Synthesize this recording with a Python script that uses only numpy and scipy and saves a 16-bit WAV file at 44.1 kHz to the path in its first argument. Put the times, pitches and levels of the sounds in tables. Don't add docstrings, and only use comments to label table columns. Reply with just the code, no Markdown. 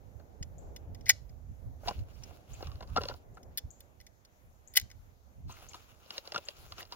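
import sys
import numpy as np
from scipy import signal
from scipy.fft import rfft, irfft, next_fast_len
from scipy.io import wavfile
from scipy.ndimage import uniform_filter1d, map_coordinates

SR = 44100
rng = np.random.default_rng(int(sys.argv[2]) if len(sys.argv) > 2 else 0)


def makeup_ratio(level_db):
    decades = np.asarray(level_db, float) / 20
    return 10 ** decades


def file_out(sig):
    cols = np.atleast_2d(sig).T
    lim = np.clip(cols, -1, 1)
    pcm = np.round(lim * 32767).astype(np.int16)
    wavfile.write(sys.argv[1], SR, pcm)


N = 306832
LONG = next_fast_len(N + 2048)
BINS_HZ = np.fft.rfftfreq(LONG, 1 / SR)
LEFT_RIGHT = np.array([[1], [-1]])


def rms_one(x):
    return x / np.sqrt(np.mean(x ** 2) + 1e-20)


def in_time(rows):
    s, *columns = np.transpose(rows)
    return [np.interp(np.arange(N) / SR, s, c) for c in columns]


def at_hz(points, hz):
    points = np.array(points, float)
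    return np.interp(np.log(hz), np.log(points[:, 0] + 1), points[:, 1])


def colour(x, spectrum):
    gain = makeup_ratio(at_hz(spectrum, BINS_HZ + 1))
    return irfft(rfft(x, LONG) * rms_one(gain), LONG)[..., :N]


def high_pass(x, hz):
    return signal.sosfilt(signal.butter(6, hz, "high", fs=SR, output="sos"), x)


def drift(rate):
    knots = rng.standard_normal(2000)
    steps = np.arange(0, N + 64, 64)
    return np.interp(np.arange(N), steps, map_coordinates(knots, [steps / SR * rate], order=2))


def swells(times, levels_db, rises_s, falls_s):
    steps = np.arange(0, N, 64)
    late = steps[:, None] / SR - times
    below = np.where(late > 0, late / falls_s, (late / rises_s) ** 2)
    power = makeup_ratio(2 * levels_db - 40 * below).sum(1)
    return np.interp(np.arange(N), steps, np.sqrt(power))


# time in seconds, peak in dB, length in seconds.
GUSTS = [(0.08, -60, 0.067), (0.421, -35, 0.036), (0.65, -46, 0.37), (0.899, -36, 0.062),
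         (1.076, -49, 0.45), (1.32, -49, 0.087), (1.499, -44, 0.11), (1.697, -38, 0.1), (2.008, -35, 0.092),
         (2.32, -64, 0.27), (2.528, -41.5, 0.064), (2.698, -41.5, 0.23), (2.99, -39, 0.24),
         (3.33, -53.5, 0.24), (3.492, -53, 0.18), (3.665, -38, 0.041), (4.534, -59, 0.3),
         (4.836, -46, 0.054), (5.021, -54, 0.23), (5.29, -60, 0.11), (5.394, -49.5, 0.072),
         (5.465, -39.5, 0.084), (6.26, -69.5, 0.29), (6.694, -54, 0.28)]
GUST_RISE_SHARE, GUST_PAN_DB = 0.73, -3.5
# time in seconds, level in dB.
BREEZE = [
    (0, -49),
    (0.8, -48.5),
    (2.2, -43.5),
    (2.45, -57.5),
    (3.9, -55),
    (4.5, -64.5),
    (5.4, -54.5),
    (6.0, -61.5),
    (6.96, -62),
]
SHELTER_DB = -24
# frequency in Hz, density in dB per Hz.
BUFFET = [(12, -39.5), (20, -4), (70, 9), (89, 6.5), (192, -12.5), (263, -15), (288, -20), (320, -24),
          (420, -39.5), (700, -120)]


def wind():
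    s, peak_db, length = np.transpose(GUSTS)
    gusts = swells(s, peak_db, GUST_RISE_SHARE * length, length) * makeup_ratio(.5 * GUST_PAN_DB * LEFT_RIGHT)
    breeze = makeup_ratio(in_time(BREEZE)[0] + 1.4 * drift(4.1) + [[SHELTER_DB], [0]])
    shared, *own = colour(rng.standard_normal((3, N)), BUFFET)
    ports = np.array(own) + 0.57 * shared
    even = ports / np.sqrt(uniform_filter1d(ports ** 2, size=2600) + 0.054)
    lumps = makeup_ratio(3 * np.array([drift(25), drift(25)]))
    return np.hypot(gusts, breeze) * rms_one(even * lumps)


# frequency in Hz, correlation from -1 to 1.
LIKENESS = [(60, 0.19), (180, 0.6), (550, 0.3), (1650, -0.52), (4970, 0.16), (15000, -0.29)]


def stereo_noise(spectrum):
    alike = np.clip(at_hz(LIKENESS, BINS_HZ + 1), -1, 1)
    mid, side = rfft(rng.standard_normal((2, LONG)))
    pair = np.sqrt((1 + alike) / 2) * mid + np.sqrt((1 - alike) / 2) * side * LEFT_RIGHT
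    return colour(irfft(pair, LONG)[:, :N], spectrum)


def patchy(x, depth_db, rate):
    band = np.log(np.clip(BINS_HZ, 200, 16000) / 200) / np.log(80) * 10
    whole = rfft(x, LONG)
    out = 0
    for k in range(11):
        part = irfft(whole * np.clip(1 - abs(band - k), 0, 1), LONG)[:, :N]
        out = out + part * makeup_ratio(depth_db * drift(rate))
    return rms_one(out)


# time in seconds, level in dB.
DRONE = [
    (0.0, -64.5),
    (0.75, -58.5),
    (1.45, -67),
    (2.0, -63),
    (3.0, -64.5),
    (3.5, -63),
    (4.0, -71),
    (5.0, -71.5),
    (6.96, -71),
]
# frequency in Hz, density in dB per Hz.
DRONE_TONE = [(71, -32), (120, -10), (296, -12.5), (558, -10.5), (748, -13), (1230, -30.5), (1540, -30),
              (1750, -36.5), (2230, -41), (2500, -45.5), (3250, -78.5), (5500, -120)]
# frequency in Hz, density in dB per Hz.
AIR = [(470, -19.5), (800, -2), (1200, -3.5), (1990, -7), (2910, -13), (5080, -15), (6460, -10.5),
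       (7400, -14.5), (8300, -28), (9300, -20.5), (10600, -17.5), (12300, -13.5), (15500, -15),
       (16500, -30)]
AIR_DB = -72.5


def woods():
    drone = makeup_ratio(in_time(DRONE)[0] + 1.2 + 1.5 * drift(9)) * stereo_noise(DRONE_TONE)
    leaves = makeup_ratio(.8 * drift(2.2)) * patchy(stereo_noise(AIR), depth_db=1.8, rate=11.0)
    return drone + makeup_ratio(AIR_DB) * leaves


def chatter(lengths_s, density):
    t = np.arange(1500) / SR
    draw = rng.random((len(lengths_s), 2, len(t)))
    hits = ((draw[:, 0] < density) + 0.045) * (2 * draw[:, 1] - 1)
    hits = hits * (1 - np.exp(-t / 0.00012)) * np.exp(-t / np.clip(lengths_s, 2e-4, .02)[:, None])
    return hits / np.sqrt(np.sum(hits ** 2, 1, keepdims=True))


def lay(times, levels_db, grains):
    out = np.full(N + len(grains[0]), 1e-18)
    for s, level_db, grain in zip(times, levels_db, grains):
        out[round(s * SR):][:len(grain)] += makeup_ratio(level_db) * grain
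    return out[:N]


def ring(times, levels_db, lengths_s, modes, density, damping):
    out = 0
    for hz, level_db, t60 in modes:
        share_db = 1.5 * rng.standard_normal(len(times))
        clicks = lay(times, levels_db + level_db + share_db, chatter(lengths_s, density))
        t60_held = min(damping * t60, 0.024)
        r = makeup_ratio(-60 / (t60_held * SR))
        w = 2 * np.pi * hz / SR
        out = out + signal.lfilter([0, np.sin(w)], [1, -2 * r * np.cos(w), r * r], clicks)
    return out


def struck_spot(lengths_s, pitches_hz, t60):
    t = np.arange(1500) / SR
    rings = np.sin(2 * np.pi * pitches_hz[:, None] * t) * makeup_ratio(-60 * t / t60)
    touches = 0.79 * chatter(lengths_s, density=0.013) + 0.69 * (t == 20 / SR)
    return signal.fftconvolve(touches, rings, axes=1)


def place(x, phase):
    hz, radians = np.transpose(phase)
    turn = np.exp(-1j * np.interp(BINS_HZ, hz, radians))
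    return np.array([x, irfft(rfft(x, LONG) * turn, LONG)[:N]])


def echoes(x, gap_s, t60, level_db):
    t = np.arange(SR // 2) / SR
    decay = makeup_ratio(level_db - 60 * t / t60) * np.clip(t / gap_s, 0, 1)
    tail = rng.standard_normal((2, len(t))) * decay
    return signal.fftconvolve(x[None], tail, axes=1)[:, :N]


# time in seconds, peak in dB, length in seconds, pitch in Hz.
SCRAPES = [(1.856, -58.5, 0.021, 2670), (1.887, -50, 0.017, 2660), (1.878, -51, 0.015, 4430),
           (1.916, -60, .04, 2820), (1.94, -67, .02, 2750), (2.144, -64, .04, 5300),
           (2.554, -58.5, 0.035, 2700), (2.69, -60.5, 0.068, 1140), (3.013, -51, 0.02, 2840),
           (5.505, -60, 0.076, 4200), (5.519, -56, 0.072, 2780), (5.523, -57, 0.036, 6250),
           (5.535, -58.5, .09, 1320), (5.648, -63, 0.037, 2700), (5.57, -60, 0.023, 2120),
           (5.717, -62, .015, 2230), (5.745, -51, 0.017, 990), (5.76, -56, 0.013, 3500),
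           (6.113, -61.5, 0.077, 2800), (6.374, -44.5, 0.02, 2770), (6.38, -52, 0.012, 6460),
           (6.487, -56.5, 0.053, 3200), (6.808, -50.5, 0.034, 1900), (3.376, -60.5, 0.027, 1360),
           (3.349, -71, 0.047, 6500)]
SCRAPE_WIDTH_SHARE, SCRAPE_RISE_SHARE = .11, .4


def scrapes():
    out = np.zeros(N)
    t = np.arange(-2200, 8800) / SR
    for s, peak_db, length, hz in SCRAPES:
        grit = rng.standard_normal(len(t)) * makeup_ratio(4.8 * rng.standard_normal(len(t) // 100).repeat(100))
        edges_hz = hz * (1 + SCRAPE_WIDTH_SHARE * np.array([-.5, .5]))
        band = signal.butter(1, edges_hz, "band", fs=SR, output="sos")
        fade = makeup_ratio(peak_db - 20 * np.where(t > 0, t / length, (t / (SCRAPE_RISE_SHARE * length)) ** 2))
        part = out[round((s + t[0]) * SR):][:len(t)]
        part += (fade * rms_one(signal.sosfilt(band, grit)))[:len(part)]
    return out


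# time in seconds, box in dB, tick re box in dB, pitch of the struck spot in Hz.
KNOCKS = [(1.883, -22.5, -5, 820), (1.909, -28, -14, 600), (1.992, -61.5, 12, 360),
          (2.309, -47.5, -29, 764), (2.607, -39, -22, 770), (2.626, -31.5, -8.5, 534),
          (2.671, -43, 1.5, 1144), (2.717, -44.5, -5, 1130), (2.756, -50.5, -3.5, 380),
          (2.807, -35.5, -8, 744), (2.956, -39, -41, 560), (2.972, -20, -8, 1365), (2.979, -18, -19, 452),
          (3.008, -31, -14, 427), (3.036, -31.5, -2.5, 316), (3.054, -31.5, -5, 560),
          (3.086, -28, -1.5, 760), (3.111, -37, -22, 1410), (3.14, -39.5, -8.5, 727),
          (3.371, -37.5, -25, 1375), (5.734, -60, 16, 1230), (6.061, -52.5, -4.5, 535),
          (6.106, -38, 6, 1330), (6.18, -40.5, 13, 548), (6.275, -43, 4, 550), (6.321, -37, 6, 590),
          (6.360, -23, -4, 1403), (6.379, -30.5, -2, 560), (6.486, -41, 12, 573), (6.722, -39.5, 4, 1240),
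          (1.8874, -29.5, 0, 840), (1.893, -49, -9, 807), (1.969, -68.5, 10.5, 600), (2.645, -58, 6, 600),
          (2.698, -70, 7, 1100), (2.731, -70, 3, 600), (2.875, -66, 11, 600), (6.168, -62, 12, 600),
          (6.5683, -64, 9, 610), (6.828, -50, 12, 627), (6.853, -64, 14, 593), (6.908, -63.5, 9.5, 600)]
# time in seconds, box in dB, tick re box in dB, struck spot in Hz.
TUMBLES = [(0.197, -46.5, -16.5, 634), (1.833, -41, -27, 600), (1.858, -35, -34, 397),
           (1.8745, -25, -14, 723), (2.193, -56.5, -23, 496), (2.825, -36.5, -5.5, 547),
           (2.962, -18, -13, 1250), (3.015, -32, -5, 560), (3.096, -31.5, -8, 547),
           (5.495, -37.5, -30, 1043), (5.744, -38, -4, 1267), (6.252, -57.5, 7.5, 666),
           (6.345, -23, -9, 1230), (6.781, -36, -3, 1370), (6.819, -40, -3.5, 660),
           (6.923, -35.5, -0.5, 980)]
KNOCK_CHATTER_S, TUMBLE_CHATTER_S = 0.0046, 0.012
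# frequency in Hz, level in dB, t60 in seconds.
BOX = [(501, -5, 0.081), (644, -14, 0.14), (750, 2.5, 0.042), (1003, 1.5, 0.098), (1050, 5, 0.0079),
       (1230, 3.5, 0.015), (1440, -3, 0.16)]
BOX_TILT_DB = -2.5
THUD_HZ, THUD_T60_S = 205, 0.027
# frequency in Hz, density in dB per Hz.
TICK = [(1060, -28), (1800, -11.5), (1900, 1.5), (2430, -5.5), (2820, 15.5), (3090, 1.5), (3440, 7),
        (4410, 12.5), (5390, 9.5), (7090, -37), (8060, -76), (13100, -43), (16000, -55)]
# frequency in Hz, density in dB per Hz.
CRACK = [(1000, -30), (1500, 1), (2500, -4.5), (6000, 5.5), (7400, -2.5), (8300, -18.5), (9500, -9.5),
         (13000, -10.5), (16000, -16.5)]
# time in seconds, peak in dB, rise and fall in seconds, each over 20 dB.
STIR = [(1.882, -61, 0.073, 0.18), (2.238, -73.5, 0.29, 0.17), (2.352, -69.5, 0.21, 0.13),
        (2.535, -68, 0.1, .25), (2.668, -66, 0.16, 0.17), (2.97, -73, 0.34, 0.11),
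        (3.092, -62.5, 0.23, 0.11), (5.502, -65, 0.027, 1), (5.6, -68, 0.1, 0.11),
        (5.764, -68, 0.059, 0.11), (5.85, -93, 0.083, 0.053), (6.177, -61.5, 0.14, 0.033),
        (6.38, -65, 0.28, 0.042), (6.494, -64, 0.24, .07), (6.62, -65.5, 0.14, 0.94),
        (6.808, -61, 0.056, 0.045), (6.93, -64.5, 0.025, 0.035)]
# frequency in Hz, density in dB per Hz.
RUSTLE = [(150, -41.5), (250, -9), (348, -4.5), (414, -5.5), (566, -5), (775, -3), (922, -6), (1380, -3),
          (1850, -13), (2810, -5.5), (3230, -9.5), (7190, -13.5), (8260, -33), (9490, -18.5), (16000, -15)]
# frequency in Hz, left lead in radians.
BOX_PHASE = [(0, 2), (700, -1.2), (2400, -1), (16000, -12)]


def box():
    s, box_db, tick_db, spot_hz = np.transpose([*KNOCKS, *TUMBLES])
    length = np.repeat([KNOCK_CHATTER_S, TUMBLE_CHATTER_S], [len(KNOCKS), len(TUMBLES)])
    hollow = ring(s, box_db - 10.5, length, BOX[:3], density=0.032, damping=0.5)
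    upper_db = box_db - 12.5 + BOX_TILT_DB * np.log2(spot_hz / 1000)
    hollow += ring(s, upper_db, length, BOX[3:], density=0.02, damping=0.31)
    hollow += lay(s, box_db - 2.5, struck_spot(length, spot_hz, t60=0.033))
    hollow = high_pass(hollow, 276.0)
    thud = ring(s, box_db - 13.5, length, [(THUD_HZ, 0, THUD_T60_S)], density=0.026, damping=0.91)
    thud = high_pass(thud, 54.0)
    ticks = lay(s, box_db + tick_db + 16.0, chatter(0.49 * length, density=0.34))
    ticks = colour(ticks, TICK) + 0.27 * colour(ticks, CRACK)

    stir = swells(*np.transpose(STIR))
    sizes = makeup_ratio(6.0 * np.minimum(rng.exponential(1, N), 3.2)) * rng.standard_normal(N)
    crackle = sizes * (rng.random(N) < .05 * makeup_ratio(6.0 * drift(40)))
    rustle = stir * makeup_ratio(3.5) * colour(rms_one(crackle), RUSTLE)
    wide = stir * makeup_ratio(7.0 + 2.76 * drift(35)) * patchy(stereo_noise(RUSTLE), depth_db=3.5, rate=30.0)
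    near = place(hollow + thud + ticks + rustle + scrapes(), BOX_PHASE)
    return near + wide + echoes(hollow + ticks, gap_s=0.0039, t60=0.074, level_db=-39.5)


# time in seconds, walls in dB, body re walls in dB,
# brass re walls in dB, high re low wall modes in dB.
PRESSES = [(0.4264, -38, -6, -33, 1), (0.7622, -40.5, -11, -6, -2), (0.9471, -50.5, -3.5, -4, 0),
           (1.009, -55.5, -5, -9, 6), (1.2935, -59.5, -5, -21, 4.5), (2.2353, -44, -39.5, -11.5, 13.5),
           (3.4302, -57, -5.5, -1, 9), (3.574, -28, -30, 2, -6.5), (3.5804, -29.5, -18, 0.5, -3),
           (3.8048, -50, -17.5, 6, -9), (4.0012, -54, -5.5, -7.5, 1), (4.0109, -53, -2, -1.5, -2.5),
           (4.0658, -48, -5, -6.5, -4.5), (4.2495, -52, -25, -10, 2.5), (4.7376, -48.5, -8, 4.5, 5),
           (4.9008, -55.5, 0, -6.5, -1.5), (4.9133, -48, -1, -10, -1)]
# time in seconds, walls in dB, body
# re walls in dB, brass re walls in dB, chatter in seconds.
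SLIDES = [
    (1.058, -42.5, -15.5, -16.5, 0.0044),
    (1.063, -37, 2, -12.5, 0.02),
    (1.083, -36.5, 4.5, -10, 0.0034),
    (1.113, -39.5, -2.5, -11, 0.0018),
    (4.752, -45.5, 6, -6, 0.0041),
    (4.7575, -29, -11.5, -2, .003),
    (4.798, -34, -18.5, 0.5, 0.001),
    (4.8127, -43.5, -2, -0.5, 0.003),
]
# time in seconds, walls in dB, body re walls in dB,
# brass re walls in dB, high re low wall modes in dB.
SEATS = [(1.0916, -25, -13.5, 7, 4.5), (1.0943, -11, -1, -4, 1), (1.0974, -16, 2.5, -6.5, 5.5),
         (1.1003, -19, -2, -4, 6), (1.103, -20.5, 0, -4.5, -0.5), (1.1065, -30, 0, -13, 0),
         (1.1105, -35, -1.5, -2, 2.5), (1.1165, -39.5, -1, -5, 2.5), (4.7665, -23, -12.5, 4.5, 5.5),
         (4.7697, -19, -1, 6.5, -2.5), (4.772, -15.5, -15, -2.5, -12.5), (4.7745, -17, -5.5, 0.5, -4.5),
         (4.7797, -31, -2, 1.5, -4), (4.7855, -35.5, 0.5, -6.5, 6), (3.587, -40, -20, 0, -1)]
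PRESS_CHATTER_S, SEAT_CHATTER_S, SEAT_TILT_DB = 0.0035, 0.0014, 0


def contacts():
    rows = [(s, walls, body, brass, PRESS_CHATTER_S, tilt) for s, walls, body, brass, tilt in PRESSES]
    rows += [(*row, SEAT_TILT_DB) for row in SLIDES]
    rows += [(s, walls, body, brass, SEAT_CHATTER_S, tilt) for s, walls, body, brass, tilt in SEATS]
    return rows


# frequency in Hz, level in dB, t60 in seconds.
BODY = [(820, -21, .05), (1530, -6.5, 0.18), (2010, 1.5, 0.05), (2202, 1, 0.018)]
# frequency in Hz, level in dB, t60 in seconds.
WALLS = [(2980, -11.5, 0.028), (3500, -11.5, 0.064), (3650, -12.5, 0.035), (4360, -11.5, 0.078),
         (4300, -10.5, 0.03), (4696, -19, 0.085), (4643, -12, 0.074), (4930, -7, 0.066), (5260, -4.5, 0.06),
         (5870, -5, 0.027), (5420, 1, 0.019), (6686, -2.5, 0.056), (6600, -12, 0.097), (7660, -19.5, 0.047)]
# frequency in Hz, level in dB, t60 in seconds.
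BRASS = [(9900, 0, 0.048), (10800, -15.5, 0.015), (9930, -5.5, 0.04), (12500, -19.5, 0.082),
         (11910, 4, 0.044), (14000, -4, 0.035), (13200, -14, 0.04), (14120, -9.5, 0.046),
         (14100, -20, 0.044), (14700, -3, 0.01), (13800, -0.5, 0.023), (15700, -16, 0.04)]
# frequency in Hz, left lead in radians.
HANDS_PHASE = [(0, 0), (2100, .9), (3000, 1.8), (4000, 2.0), (4900, 4.5), (7400, 3.0), (11500, 5.0),
               (16000, 6.3)]


def magazine():
    s, walls_db, body_db, brass_db, length, tilt_db = np.transpose(contacts())
    low_walls = [m for m in WALLS if m[0] < 4500]
    high_walls = [m for m in WALLS if m[0] >= 4500]
    body = high_pass(ring(s, walls_db + body_db - 4.0, length, BODY[1:], density=0.019, damping=0.86), 1500.0)
    body += high_pass(ring(s, walls_db + body_db - 1.5, length, BODY[:1], density=0.024, damping=0.7), 600.0)
    walls = ring(s, walls_db + 3.0 - .5 * tilt_db, length, low_walls, density=0.11, damping=0.43)
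    walls += ring(s, walls_db - 3.5 + .5 * tilt_db, length, high_walls, density=0.28, damping=0.66)
    walls = high_pass(walls, 2000.0)
    brass = high_pass(ring(s, walls_db + brass_db + 4.0, length, BRASS, density=0.38, damping=0.033), 4500.0)
    scrape = .05 * chatter(5.0 * length, density=.12)
    touches = lay(s, walls_db + 11.5, chatter(1.6 * length, density=0.85) + scrape)
    crack = high_pass(colour(touches, CRACK), 1300.0)

    direct = body + walls + brass + crack
    near = place(direct, HANDS_PHASE)
    hands = echoes(direct, gap_s=0.00018, t60=.012, level_db=-25.5)
    soft = signal.butter(1, 5000.0, fs=SR, output="sos")
    dull = signal.sosfilt(soft, 0.25 * (body + walls + brass) + crack)
    return near + hands + echoes(dull, gap_s=.008, t60=0.27, level_db=-47.5)


# time in seconds, peak in dB, lowest pitch in Hz, left re right in dB.
CHIPS = [
    (0.5834, -50, 6250, 6),
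    (2.5348, -51, 6100, 21),
    (3.706, -44, 5980, 7),
    (4.676, -46, 6040, 9.5),
    (5.6886, -43.5, 5800, 11),
    (6.454, -52, 6240, 18),
]
POST_ECHO_S, POST_ECHO_DB = .0066, -2.5


def bird():
    t = np.arange(600) / SR
    out = np.zeros((2, N))
    for s, level_db, low_hz, pan_db in CHIPS:
        pitch_hz = 8150 - (8150 - low_hz) * np.exp(-t / .0045)
        turn = 2 * np.pi * np.cumsum(pitch_hz) / SR
        shape = np.sin(np.pi * t / t[-1]) ** 1.1 * (np.exp(-t / .0017) + .007)
        call = shape * (np.sin(turn) + 0.069 * np.sin(2 * turn))
        times = s - .0015 + np.array([0, POST_ECHO_S])
        chip = lay(times, level_db + 13.0 + np.array([0, POST_ECHO_DB]), [call, call])
        out += chip * makeup_ratio(.5 * pan_db * LEFT_RIGHT)
    return out + echoes(out.mean(0), gap_s=.004, t60=.45, level_db=-34.5)


def scene():
    return wind() + woods() + box() + magazine() + bird()


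def top_cut(x):
    return signal.sosfilt(signal.butter(12, 16780, fs=SR, output="sos"), x)


# frequency in Hz, left re right in dB.
PORTS = [(200, 0.5), (1300, 1.5), (2400, 0.5), (4400, 1), (8100, 5), (15000, 5.3)]


def record(dry):
    tilt = makeup_ratio(.5 * at_hz(PORTS, BINS_HZ + 1) * LEFT_RIGHT)
    ports = np.tanh(irfft(rfft(dry, LONG) * tilt, LONG)[:, :N])
    low_pass = signal.cheby2(12, 55, 16750, fs=SR, output="sos")
    return top_cut(signal.sosfilt(low_pass, ports))


dry = scene()
out = record(dry)
file_out(out)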